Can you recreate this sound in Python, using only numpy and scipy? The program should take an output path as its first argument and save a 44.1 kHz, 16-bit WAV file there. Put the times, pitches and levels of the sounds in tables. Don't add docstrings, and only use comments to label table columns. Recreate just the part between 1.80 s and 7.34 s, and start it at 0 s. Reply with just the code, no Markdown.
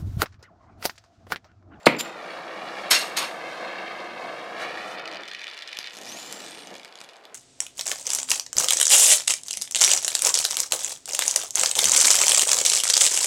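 import sys
import numpy as np
from scipy import signal
from scipy.fft import rfft, irfft, next_fast_len
from scipy.io import wavfile
from scipy.ndimage import uniform_filter1d, map_coordinates

SR = 44100
rng = np.random.default_rng(int(sys.argv[2]) if len(sys.argv) > 2 else 0)


def store_pcm(level_fs):
    pcm = np.round(np.clip(level_fs, -1, 1) * 32767).astype(np.int16)
    wavfile.write(sys.argv[1], SR, np.atleast_2d(pcm).T)


def undo_db(level):
    steps = np.asarray(level, float) / 20
    return 10 ** steps


N = 244446


def evened(x):
    return x / np.sqrt(np.mean(x ** 2) + 1e-20)


def read(points, hz):
    f, value = np.transpose(points)
    return np.interp(np.log(hz + 1), np.log(f + 1), value)


def follow(rows, silent_db=-140):
    s, *columns = np.transpose(rows)
    t = np.arange(N) / SR
    return [np.interp(t, s, column, silent_db, silent_db) for column in columns]


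def spells(rows, fade_s=0.041):
    fade_db = 16.5
    power = 0
    for (start, start_db), (end, end_db) in rows:
        points = [(start - fade_s, start_db - fade_db), (start, start_db),
                  (end, end_db), (end + fade_s, end_db - fade_db)]
        power = power + undo_db(2 * follow(points)[0])
    return 10 * np.log10(power)


def coloured(x, points, unit=True):
    gain = read(points, np.fft.rfftfreq(8192, 1 / SR)) * np.log(10) / 20
    mirrored = np.r_[gain, gain[-2:0:-1]]
    taps = np.fft.ifft(np.exp(np.conj(signal.hilbert(mirrored)))).real[:4096]
    if unit:
        taps = taps / np.linalg.norm(taps)
    return signal.oaconvolve(x, taps)[:N]


def ringing(x, modes):
    t = np.arange(round(SR * max(mode[2] for mode in modes))) / SR
    body = sum(undo_db(db - 60 * t / t60) * np.sin(2 * np.pi * hz * t) for hz, db, t60 in modes)
    return signal.oaconvolve(x, body / np.linalg.norm(body))[:N]


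def drift(size):
    once = uniform_filter1d(rng.standard_normal(N), size)
    return evened(uniform_filter1d(once, size))


def turbulence(points, flutter_db, gust_db):
    noise = coloured(rng.standard_normal(N), points)
    return evened(noise * undo_db(flutter_db * drift(size=150) + gust_db * drift(size=1800)))


def rattle(per_s, spread_db):
    knock = rng.random(N) < per_s / SR
    return evened(rng.standard_normal(N) * undo_db(spread_db * drift(size=25)) * knock)


def knocked(rows):
    out = np.zeros(N)
    for s, db in rows:
        out[round(s * SR)] = undo_db(db)
    return out


def struck(s, db, db_per_s, rise_s):
    late = np.arange(N) / SR - s
    return np.clip(1 + late / rise_s, 0, 1) ** 2 * undo_db(db - db_per_s * np.maximum(late, 0))


# (pitch [Hz], level [dB])
ROAR_COLOUR = [(25, -19.5), (130, -15.5), (190, -9.5), (265, -11), (330, -0.5), (430, -4.5), (520, 1.5),
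               (600, -2), (670, 0.5), (870, -1), (1100, -3), (1600, -7), (2500, -28.5), (8000, -88)]
LEAN_ROAR_COLOUR = [(25, -36), (100, -14), (150, -6), (350, 3.5), (700, 2), (900, 0), (1200, -18),
                    (2000, -4.5), (8000, -72)]
# (pitch [Hz], level [dB])
JET_COLOUR = [(900, -26.5), (1500, -7), (2100, -4.5), (3200, -12.5), (4500, -15), (6000, -34.5),
              (8000, -43), (16000, -86)]
FIZZ_COLOUR = [(3500, -6.5), (5500, -4), (8000, -13.5), (11000, -18.5), (14000, -27), (16000, -46)]
SIZZLE_COLOUR = [(6000, 1), (9000, 6), (12000, -10), (14000, -6), (16000, -12)]
# (time [s], level [dB])
PLUME_SPELLS = [
    [(0, -66), (.05, -48)],
    [(.25, -37.5), (3.0, -38)],
    [(3.05, -37), (3.42, -42)],
    [(3.47, -61), (4.15, -86)],
    [(4.19, -51), (4.94, -50)],
    [(5.0, -62), (5.25, -74)],
    [(5.4, -59), (5.6, -61)],
]
# (time [s], level [dB])
TIP_SPELLS = [
    [(0, -61), (.05, -65)],
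    [(.25, -43.5), (3.2, -42.5)],
    [(3.24, -40.5), (4.1, -49.5)],
    [(4.14, -55), (5.6, -67)],
]
# (time [s], level [dB])
STREAM_SPELLS = [
    [(0, -62), (.05, -67)],
    [(.25, -51), (3.15, -53.5)],
    [(3.2, -71), (4.1, -80)],
    [(4.15, -60), (4.22, -54)],
    [(4.27, -43), (4.56, -45.5)],
    [(4.6, -44), (4.94, -61)],
    [(4.98, -72), (5.6, -83)],
]
# (time [s], flame swell [dB], nozzle turned to the microphone [dB])
HAND_SWAY = [(.3, -3.5, -5.5), (.55, 2, -0.5), (.63, -0.5, -4), (.88, 3.5, 0), (1, 4, 3.5),
             (1.09, 3.5, 0.5), (1.56, 0.5, -1), (1.69, 2.5, 3), (1.97, 4.5, -1.5), (2.2, 2.5, -0.5),
             (2.33, 0, -2), (2.45, 0, 1), (2.72, 0, -0.5), (2.9, 6, 2.5), (3.02, 3, 4), (3.12, 0, 7),
             (3.2, 3.5, -2)]
# (time [s], level [dB], half width [s])
PLUME_FLAPS = [
    (2.819, 4.5, 0.035),
    (4.2, 7, 0.039),
    (4.36, 10.5, 0.019),
    (4.54, 6.5, 0.065),
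    (4.92, 8.5, 0.022),
]


def flame():
    t = np.arange(N) / SR
    swell, aim = follow(HAND_SWAY, 0)
    flap = sum(db * np.exp(-((t - s) / width) ** 2) for s, db, width in PLUME_FLAPS)
    lean = t > 3.46
    rich_flap = flap * ~lean

    rich_roar = turbulence(ROAR_COLOUR, 0.57, 1.0)
    lean_roar = turbulence(LEAN_ROAR_COLOUR, 0.38, 1.5)
    roar = undo_db(spells(PLUME_SPELLS) + 0.27 * swell + flap) * np.where(lean, lean_roar, rich_roar)
    jet = undo_db(spells(TIP_SPELLS) + swell + 1.54 * rich_flap) * turbulence(JET_COLOUR, 2.7, 0.29)
    fizz_db = spells(STREAM_SPELLS) + aim + 2.0 * rich_flap
    fizz = undo_db(fizz_db) * turbulence(FIZZ_COLOUR, 1.0, 0.4)
    sizzle_db = fizz_db - 11.0 + 0.35 * (fizz_db + 48.5)
    seep_db = -83
    sizzle = np.hypot(undo_db(sizzle_db), undo_db(seep_db)) * turbulence(SIZZLE_COLOUR, 2.5, 0.86)
    return roar + jet + fizz + sizzle


# (time [s], delay [ms])
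BENCH_DELAY = [(.3, 1.66), (.5, 1.89), (.9, 1.815), (1.1, 1.885), (1.3, 1.885), (1.7, 1.985), (2, 1.93),
               (2.4, 1.965), (2.7, 1.89), (3.1, 1.745), (3.3, 1.74), (3.7, 1.79), (4.4, 1.775), (4.9, 1.83),
               (5.3, 1.815)]
# (time [s], level [dB])
BENCH_LEVEL = [
    (0, -2.5),
    (1.6, -.5),
    (3.1, -.5),
    (3.3, -5),
    (5.54, -5),
]
# (pitch [Hz], level [dB])
BENCH_SHINE = [(300, -16), (900, -10), (1500, -3.5), (5000, -3), (8000, -9), (16000, -16)]


def bench(x, turn):
    delay = np.interp(np.arange(N) / SR, *np.transpose(BENCH_DELAY)) * SR / 1000
    size = next_fast_len(N)
    shine = undo_db(read(BENCH_SHINE, np.fft.rfftfreq(size, 1 / SR)))
    turned = irfft(rfft(x, size) * shine * np.exp(1j * turn), size)
    echo = map_coordinates(turned, [np.arange(N) - delay], order=3, mode="constant")
    return x + undo_db(follow(BENCH_LEVEL)[0]) * echo


# (pitch [Hz], time to fall 60 dB [s])
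ROOM_DECAY = [(150, 0.65), (600, 0.47), (2000, 0.37), (6000, 0.13), (14000, 0.19)]


def room(x):
    taps = np.zeros(SR // 2)
    at = np.arange(240, SR // 2 - 20, 20)
    taps[at + rng.integers(0, 20, len(at))] = rng.choice([-1., 1.], len(at))
    hz, t, z = signal.stft(taps, SR, nperseg=256)
    decay = undo_db(-60 * t / read(ROOM_DECAY, hz)[:, None])
    tail = signal.istft(z * decay, SR, nperseg=256)[1]
    return signal.fftconvolve(x, tail / np.linalg.norm(tail))[:N]


# (start [s], hardest [s], end [s], level [dB], rise [dB])
FLINT_SCRAPES = [
    (.0295, .03, .034, -49, 8),
    (.0575, .061, .072, -17, 11),
    (.12, .122, .124, -47, 8),
    (.1655, .166, .1665, -42, 8),
    (.184, .2095, .213, -23, 14),
]
# (pitch [Hz], level [dB])
FLINT_COLOUR = [(1000, -23), (2200, -8), (3000, -4), (4300, 7.5), (6000, -15), (7300, -3.5), (11000, -15),
                (16000, -26)]
RETURN_COLOUR = [(500, -9), (1500, -2.5), (3000, 3), (4900, 2.5), (6200, -7), (10500, -6.5), (14000, -6),
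                 (16000, -26)]
# (time [s], level [dB])
WIRE_JOLTS = [
    (.001, -36),
    (.031, -32),
    (.063, -30),
    (.1665, -17),
    (.2055, -10),
]
# (pitch [Hz], level [dB], time to fall 60 dB [s])
WIRE_RING = [(4800, -4, .04), (7228, 1, .26), (7272, 2.5, .26), (14000, -14, .04)]
WIRE_SQUEAK = [(7228, -2, .06), (7290, 0, .05), (4850, -9, .05)]


def flint_scrapes():
    grit = rattle(12000, 0.33)
    strokes = []
    for start, hardest, end, db, rise_db in FLINT_SCRAPES:
        points = [(start, db - rise_db), (hardest, db), (end, db - 6.5), (end + 0.0037, db - 39)]
        strokes.append(grit * undo_db(follow(points)[0]))
    scrape = coloured(sum(strokes[:-1]), FLINT_COLOUR)
    spring_back = undo_db(-1.5) * coloured(strokes[-1], RETURN_COLOUR)
    wire = ringing(knocked(WIRE_JOLTS), WIRE_RING)
    squeak = ringing(0.095 * strokes[1] + strokes[-1], WIRE_SQUEAK)
    return scrape + spring_back + wire + squeak


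# (time [s], signed pressure, length [ms])
POP_BLASTS = [
    (0.067, -0.65, 0.31),
    (.0672, -1.55, 0.17),
    (0.0678, 1.44, 0.2),
    (0.0702, -0.67, 0.3),
    (0.0711, 0.8, 0.1),
]
# (pitch [Hz], level [dB], time to fall 60 dB [s])
BOOM_RING = [(180, -6, 0.065), (489, -15, 0.062), (935, 0, 0.08), (1300, 31, 0.03), (2030, 26, 0.06),
             (1990, 9, 0.11), (2076, 46, 0.026), (4120, 28, 0.012)]
# (pitch [Hz], level [dB])
FIREBALL_COLOUR = [(60, -26), (130, 0), (190, 3), (290, 6), (390, -4), (480, 1.5), (700, -12), (900, -1),
                   (1400, -7.5), (2200, -1.5), (3000, -8.5), (5000, -23), (9000, -41)]
# (pitch [Hz], level [dB], time to fall 60 dB [s])
HOLLOW_RING = [(165, -9, .3), (225, 2, .16), (283, 8, .11), (470, -5, .2), (515, -4, .12), (651, 0, .07),
               (906, -2, .14), (982, -8, .18), (1983, -2, .22), (2030, -4, .18), (2079, 2, .07),
               (2129, -7, .28), (2247, -8, .35)]
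# (time [s], level [dB])
WALL_SLAPS = [
    (.0895, -10),
    (.0975, -13),
    (0.1131, -22),
    (.127, -18),
    (.149, -16.5),
]
# (pitch [Hz], level [dB], time to fall 60 dB [s])
SLAP_RING = [(890, -4, 0.011), (2100, 3, 0.017), (2400, 7, 0.013), (514, -11, .02)]
# (pitch [Hz], level [dB])
THUMP_LIMIT = [(90, -22), (135, 0)]


def pop():
    t = np.arange(N) / SR
    catch_s = .0684
    push = np.zeros(N)
    for s, pressure, ms in POP_BLASTS:
        u = np.clip((t - s) * 1000 / ms, 0, 40)
        push += 0.5 * pressure * np.e * u * (1 - u / 2) * np.exp(-u)
    boom = undo_db(1.5) * ringing(push, BOOM_RING)

    hum = ringing(knocked([(catch_s, 8)]), HOLLOW_RING)
    blurred = uniform_filter1d(uniform_filter1d(knocked(WALL_SLAPS), size=5), size=5)
    slaps = undo_db(12.5) * ringing(blurred, SLAP_RING)

    burst = struck(catch_s, -0.5, 2200, 0.00094)
    settling = struck(catch_s, -21, 155, 0.0011)
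    rush = (burst + settling) * coloured(rng.standard_normal(N), FIREBALL_COLOUR)
    return coloured(push + boom + hum + slaps + rush, THUMP_LIMIT, unit=False)


# (time [s], rattle of the tools [dB], jingle of the striker [dB])
DROP_BOUNCES = [(1.103, -57, -36), (1.108, -30, -21), (1.1118, -18, -35), (1.119, -22, -47),
                (1.132, -34, -49), (1.141, -32, -46), (1.152, -28, -50), (1.164, -35, -54),
                (1.209, -35, -57), (1.37, -25, -30), (1.375, -30, -44), (1.385, -47, -48),
                (1.398, -50, -45), (1.419, -46, -62), (1.443, -40, -67)]


def bounced(column, db_per_s, rise_s):
    total = 0
    for row in DROP_BOUNCES:
        s, db = row[0], row[column]
        total = total + struck(s, db, db_per_s, rise_s) + struck(s, db - 17.5, 121, rise_s)
    return total


# (pitch [Hz], level [dB])
CLATTER_COLOUR = [(200, -29.5), (380, -13.5), (600, -14), (1100, -8.5), (2100, -4), (2800, -7), (4400, -1),
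                  (6000, -6), (9000, -13.5), (16000, -42)]
JINGLE_COLOUR = [(3000, -12.5), (5500, 5.5), (8000, 8.5), (11000, 4), (14000, -2), (16000, -22)]
# (pitch [Hz], level [dB], time to fall 60 dB [s])
TOOL_RING = [(2762, -4, .07), (3830, -2, .06), (4366, 2, .06), (5425, -4, .08)]
STEEL_RING = [(5410, -1, .08), (6473, -1, .2), (6610, -3, .12), (6700, 1, .2), (7760, -5, .12),
              (8400, -3, .15), (8470, -5, .3), (9124, -2, .12), (10125, -5, .13), (11000, -6, .17),
              (11400, -3, .16), (12550, -11, .12), (12800, -8, .26), (13900, -13, .12)]
# (time [s], level [dB])
STEEL_CRACKS = [
    (1.1128, -1.5),
    (1.1205, -2.5),
    (1.1235, -7),
    (1.132, -11),
    (1.1632, -17),
    (1.3715, -9),
]
# (time [s], level [dB])
SPANNER_KNOCKS = [
    (1.151, -1),
    (1.16, 0),
    (1.1622, -3),
    (1.176, -8),
    (1.204, -8),
    (1.218, -14),
    (1.235, -12),
    (1.276, -17),
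]
# (pitch [Hz], level [dB], time to fall 60 dB [s])
SPANNER_RING = [(2758, 0, .07), (2811, -7, .06)]
# (time [s], level [dB])
SKID_LEVEL = [
    (1.385, -35),
    (1.41, -33.5),
    (1.43, -27),
    (1.455, -41),
    (1.49, -47),
]
# (pitch [Hz], level [dB])
SKID_COLOUR = [(400, -17.5), (1100, 1), (1800, -11), (2800, -3.5), (4200, -10), (7000, -33)]


def dropped_striker():
    knocks = rattle(28000, 0.34)
    heavy = knocks * bounced(1, 466, 0.0083)
    light = knocks * bounced(2, 700, 0.0033) + 1.5 * knocked(STEEL_CRACKS)
    tools = coloured(heavy, CLATTER_COLOUR) + undo_db(-10) * ringing(heavy, TOOL_RING)
    spanner = ringing(knocked(SPANNER_KNOCKS), SPANNER_RING)
    skid = coloured(knocks * undo_db(follow(SKID_LEVEL)[0]), SKID_COLOUR)
    jingle = coloured(light, JINGLE_COLOUR)
    cup = undo_db(-8 + 3.5 * drift(size=250)) * ringing(light + .25 * heavy, STEEL_RING)
    return tools + spanner + skid + jingle + cup


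# (pitch [Hz], level [dB])
BODY_COLOUR = [(800, -55.5), (1500, 2), (2100, 10), (3500, 8.5), (5000, 4.5), (6500, -6), (9000, -15),
               (16000, -35)]
EDGE_COLOUR = [(4000, 3.5), (6500, 7), (10000, -1.5), (13000, -6.5), (16000, -30)]
# (time [s], body level [dB], treble level [dB])
LOUD_RICH = [(3.1955, -26, -44), (3.2557, -19, -50), (3.276, -17, -51), (3.314, -20, -59),
             (3.335, -24, -49), (3.357, -24, -52), (3.42, -41, -43), (3.434, -21.5, -53),
             (3.4776, -19.5, -47), (3.484, -23, -41), (3.514, -19.5, -49), (3.534, -22, -42),
             (3.5482, -17.5, -48), (3.615, -21, -43), (3.6422, -19, -45), (3.669, -20.5, -57),
             (3.679, -21, -51), (3.745, -25, -46), (3.769, -23.5, -49), (3.7896, -22.5, -43),
             (3.822, -18.5, -54), (3.875, -18.5, -40), (3.8838, -23, -55), (3.9292, -18, -39),
             (3.971, -20, -30), (3.9885, -17, -25.5), (4.0116, -23, -55), (4.0287, -20, -53),
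             (4.042, -20, -45), (4.0718, -17, -42)]
LOUD_LEAN = [(4.0977, -30, -41), (4.14, -50, -32), (4.15, -31, -37), (4.159, -51, -34), (4.169, -33, -28.5),
             (4.175, -32, -37), (4.187, -33, -30), (4.2342, -42, -32), (4.2555, -40, -31),
             (4.526, -46, -23), (4.618, -32, -31), (4.663, -29, -31), (4.7093, -36, -30),
             (4.8023, -29, -36), (4.872, -28, -34), (4.913, -49, -42), (4.9402, -28, -34),
             (4.953, -26, -32), (4.982, -42, -42), (4.996, -26.5, -41), (5.0478, -27, -33),
             (5.078, -30, -46), (5.155, -30, -35), (5.1878, -28, -44), (5.204, -28, -31), (5.214, -25, -33),
             (5.239, -33, -39), (5.289, -29, -39), (5.334, -37, -43), (5.453, -30, -41)]
# (time [s], body level [dB], treble level [dB])
MIDDLING_RICH = [(3.1515, -47, -61), (3.156, -44, -59), (3.178, -36, -63), (3.184, -32, -64),
                 (3.189, -42, -65), (3.201, -36, -68), (3.2212, -37, -69), (3.2386, -46, -72),
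                 (3.2836, -29, -67), (3.294, -42, -67), (3.32, -37, -70), (3.326, -28, -66),
                 (3.346, -28, -61), (3.369, -28, -69), (3.4077, -32, -74), (3.454, -33, -67),
                 (3.4556, -42, -71), (3.467, -44, -63), (3.491, -35, -57), (3.5023, -35, -67),
                 (3.587, -35, -77), (3.592, -27, -68), (3.607, -30, -68), (3.6316, -33, -63),
                 (3.637, -32, -64), (3.653, -40, -55), (3.688, -35, -50), (3.6995, -30, -58),
                 (3.7129, -30, -63), (3.716, -38, -67), (3.7277, -37, -67), (3.7332, -29, -70),
                 (3.739, -33, -65), (3.7765, -28, -48), (3.801, -36, -70), (3.809, -33, -69),
                 (3.8278, -29.5, -61), (3.8345, -37, -65), (3.8643, -46, -68), (3.889, -29, -67),
                 (3.9146, -30, -65), (3.9485, -32, -67), (3.9526, -38, -60), (3.957, -43, -64),
                 (3.967, -33, -50), (4.0043, -27.5, -53), (4.0566, -30, -61), (4.0607, -28, -61),
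                 (4.0813, -32, -58), (4.1068, -31, -59)]
MIDDLING_LEAN = [(4.1229, -39, -52), (4.1344, -36, -49), (4.181, -39, -47), (4.2113, -40, -49),
                 (4.217, -42, -55), (4.2482, -37, -39), (4.265, -35, -52), (4.272, -32, -46),
                 (4.2975, -40, -42), (4.3185, -35, -38), (4.369, -42, -44), (4.3883, -43, -45),
                 (4.3974, -38, -38), (4.4287, -38, -39), (4.4594, -41, -54), (4.4643, -39, -42),
                 (4.4736, -40, -51), (4.5302, -42, -44), (4.571, -43, -39), (4.577, -38, -56),
                 (4.594, -35, -53), (4.6037, -32, -41), (4.6452, -37, -42), (4.674, -35, -46),
                 (4.6969, -41, -50), (4.718, -34, -46), (4.7284, -40, -59), (4.7408, -37, -59),
                 (4.747, -31.5, -60), (4.7536, -38, -54), (4.76, -50, -56), (4.778, -41, -49),
                 (4.7897, -37, -42), (4.8218, -38, -47), (4.834, -35, -47), (4.8502, -39, -56),
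                 (4.8573, -41, -54), (4.878, -38, -62), (4.8952, -44, -60), (4.905, -41, -45),
                 (4.932, -44, -62), (4.9617, -36, -58), (4.966, -39, -45), (5.015, -39, -64),
                 (5.032, -36, -55), (5.0556, -35, -60), (5.1071, -45, -65), (5.1248, -37, -61),
                 (5.1376, -48, -66), (5.1757, -41, -51), (5.2444, -39, -47), (5.2952, -38.5, -56),
                 (5.3405, -41, -66), (5.358, -38.5, -68), (5.3666, -47, -49), (5.4376, -46, -62)]
# (time [s], level [dB])
CHANCE_SPELLS = [
    [(3.2, -59), (4.1, -52)],
    [(4.13, -45), (4.3, -37)],
    [(4.34, -36.5), (5.08, -53)],
    [(5.12, -50), (5.46, -64)],
]
# (time [s], level [dB])
PATTER_SPELLS = [
    [(3.25, -59), (4.1, -45.5)],
    [(4.15, -59), (4.24, -56)],
    [(4.29, -50.5), (4.8, -47.5)],
    [(4.84, -57.5), (5.6, -63.5)],
]
# (time [s], level [dB])
SHARPNESS = [
    [(3.2, -32), (4.08, -27)],
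    [(4.13, 2.5), (4.7, -1.5)],
    [(4.75, 0), (5.6, -10)],
]


def spits():
    body, treble = np.zeros(N + 300), np.zeros(N + 300)
    t_ms = np.arange(300) / SR * 1000
    sharp_db = spells(SHARPNESS)

    wait, size, edge = rng.random((400, 3)).T
    at = (3.15 + np.cumsum(.004 - np.log(wait) / 130)) * SR
    at = np.minimum(at, N - 1).astype(int)
    chance_db = spells(CHANCE_SPELLS)[at] + 8 * (size - .5)
    chance = zip(at / SR, chance_db, sharp_db[at] + 10.0 * (edge - .5))

    rows = [(s, db - 2.5, treble_db - db + 1.0) for s, db, treble_db in LOUD_RICH + LOUD_LEAN]
    rows += [(s, db + 3.5, treble_db - db + 2.5) for s, db, treble_db in MIDDLING_RICH + MIDDLING_LEAN]
    rows += [row for row in chance if row[0] < 5.5]
    for (s, body_db, share_db), grit in zip(rows, rng.standard_normal((500, 301))):
        ms = .85 * np.exp(0.4 * grit[-1])
        puff = grit[:-1] * abs(grit[:-1]) * (t_ms / ms + 0.27) * np.exp(-t_ms / ms)
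        puff *= np.sqrt(SR / 1000) / np.linalg.norm(puff)
        start = round(s * SR)
        body[start:start + 300] += puff * undo_db(body_db - 4.5)
        treble[start:start + 300] += puff * undo_db(body_db + share_db + 5.5) * np.exp(-t_ms / 0.86)

    tiny = undo_db(1.3 * np.minimum(rng.exponential(1, N), 3)) * (rng.random(N) < 300 / SR)
    clumps = signal.oaconvolve(tiny, np.exp(-t_ms / 0.48))[:N] * rng.standard_normal(N)
    patter = undo_db(spells(PATTER_SPELLS)) * evened(clumps)
    sharp_patter = undo_db(1.1 * sharp_db - 3) * patter
    return coloured(body[:N] + patter, BODY_COLOUR), coloured(treble[:N] + sharp_patter, EDGE_COLOUR)


# (time [s], pitch [Hz])
WHISTLE_PITCH = [(4.262, 4950), (4.287, 5700), (4.335, 6350), (4.39, 6950), (4.5, 7250), (4.595, 7380),
                 (4.665, 8130), (4.765, 8850), (4.87, 8680)]
# (time [s], level [dB])
WHISTLE_LEVEL = [
    [(4.285, -44.5), (4.86, -56)],
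]


def whistle():
    hz = np.interp(np.arange(N) / SR, *np.transpose(WHISTLE_PITCH))
    db = spells(WHISTLE_LEVEL, 0.049)
    waver = 1 + .016 * drift(size=40) + .007 * drift(size=300)
    turns = np.cumsum(hz * waver) / SR
    octave = undo_db(-15 - np.maximum(hz - 7400, 0) / 15)
    tone = np.sin(2 * np.pi * turns) + octave * np.sin(4 * np.pi * turns)
    return np.sqrt(2) * undo_db(db + .5 + 3 * drift(size=200)) * tone


def scene():
    fire = flame()
    metal = flint_scrapes() + dropped_striker()
    blast = pop()
    body, edge = spits()
    burning = undo_db(-1.5) * (bench(fire + body + whistle(), 1.5) + edge)
    wet = room(undo_db(-8.5) * burning + undo_db(-9.5) * metal + undo_db(-19.5) * blast)
    return (burning + metal + blast + wet)[None]


def top_cut(x):
    return signal.sosfilt(signal.butter(12, 16810, fs=SR, output="sos"), x)


# (pitch [Hz], level [dB])
MIC_COLOUR = [(25, -27), (70, -17.5), (105, -12.5), (135, -3.5), (180, 0.5), (15000, -1.5),
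              (15700, 0), (15950, -50)]
# (pitch [Hz], level [dB])
IDLE_COLOUR = [(25, -34), (100, -23), (200, -26.5), (400, -6), (700, -3), (1300, -8.5), (2500, -17),
               (7000, -33.5), (12000, -42), (15700, -58), (16100, -84)]


def record(dry):
    overloaded = np.clip(dry[0], -.87, .87)
    thin = coloured(overloaded, MIC_COLOUR, unit=False)
    idle = undo_db(-52.5) * coloured(rng.standard_normal(N), IDLE_COLOUR)
    return top_cut((thin + idle)[None])


dry = scene()
out = record(dry)
store_pcm(out)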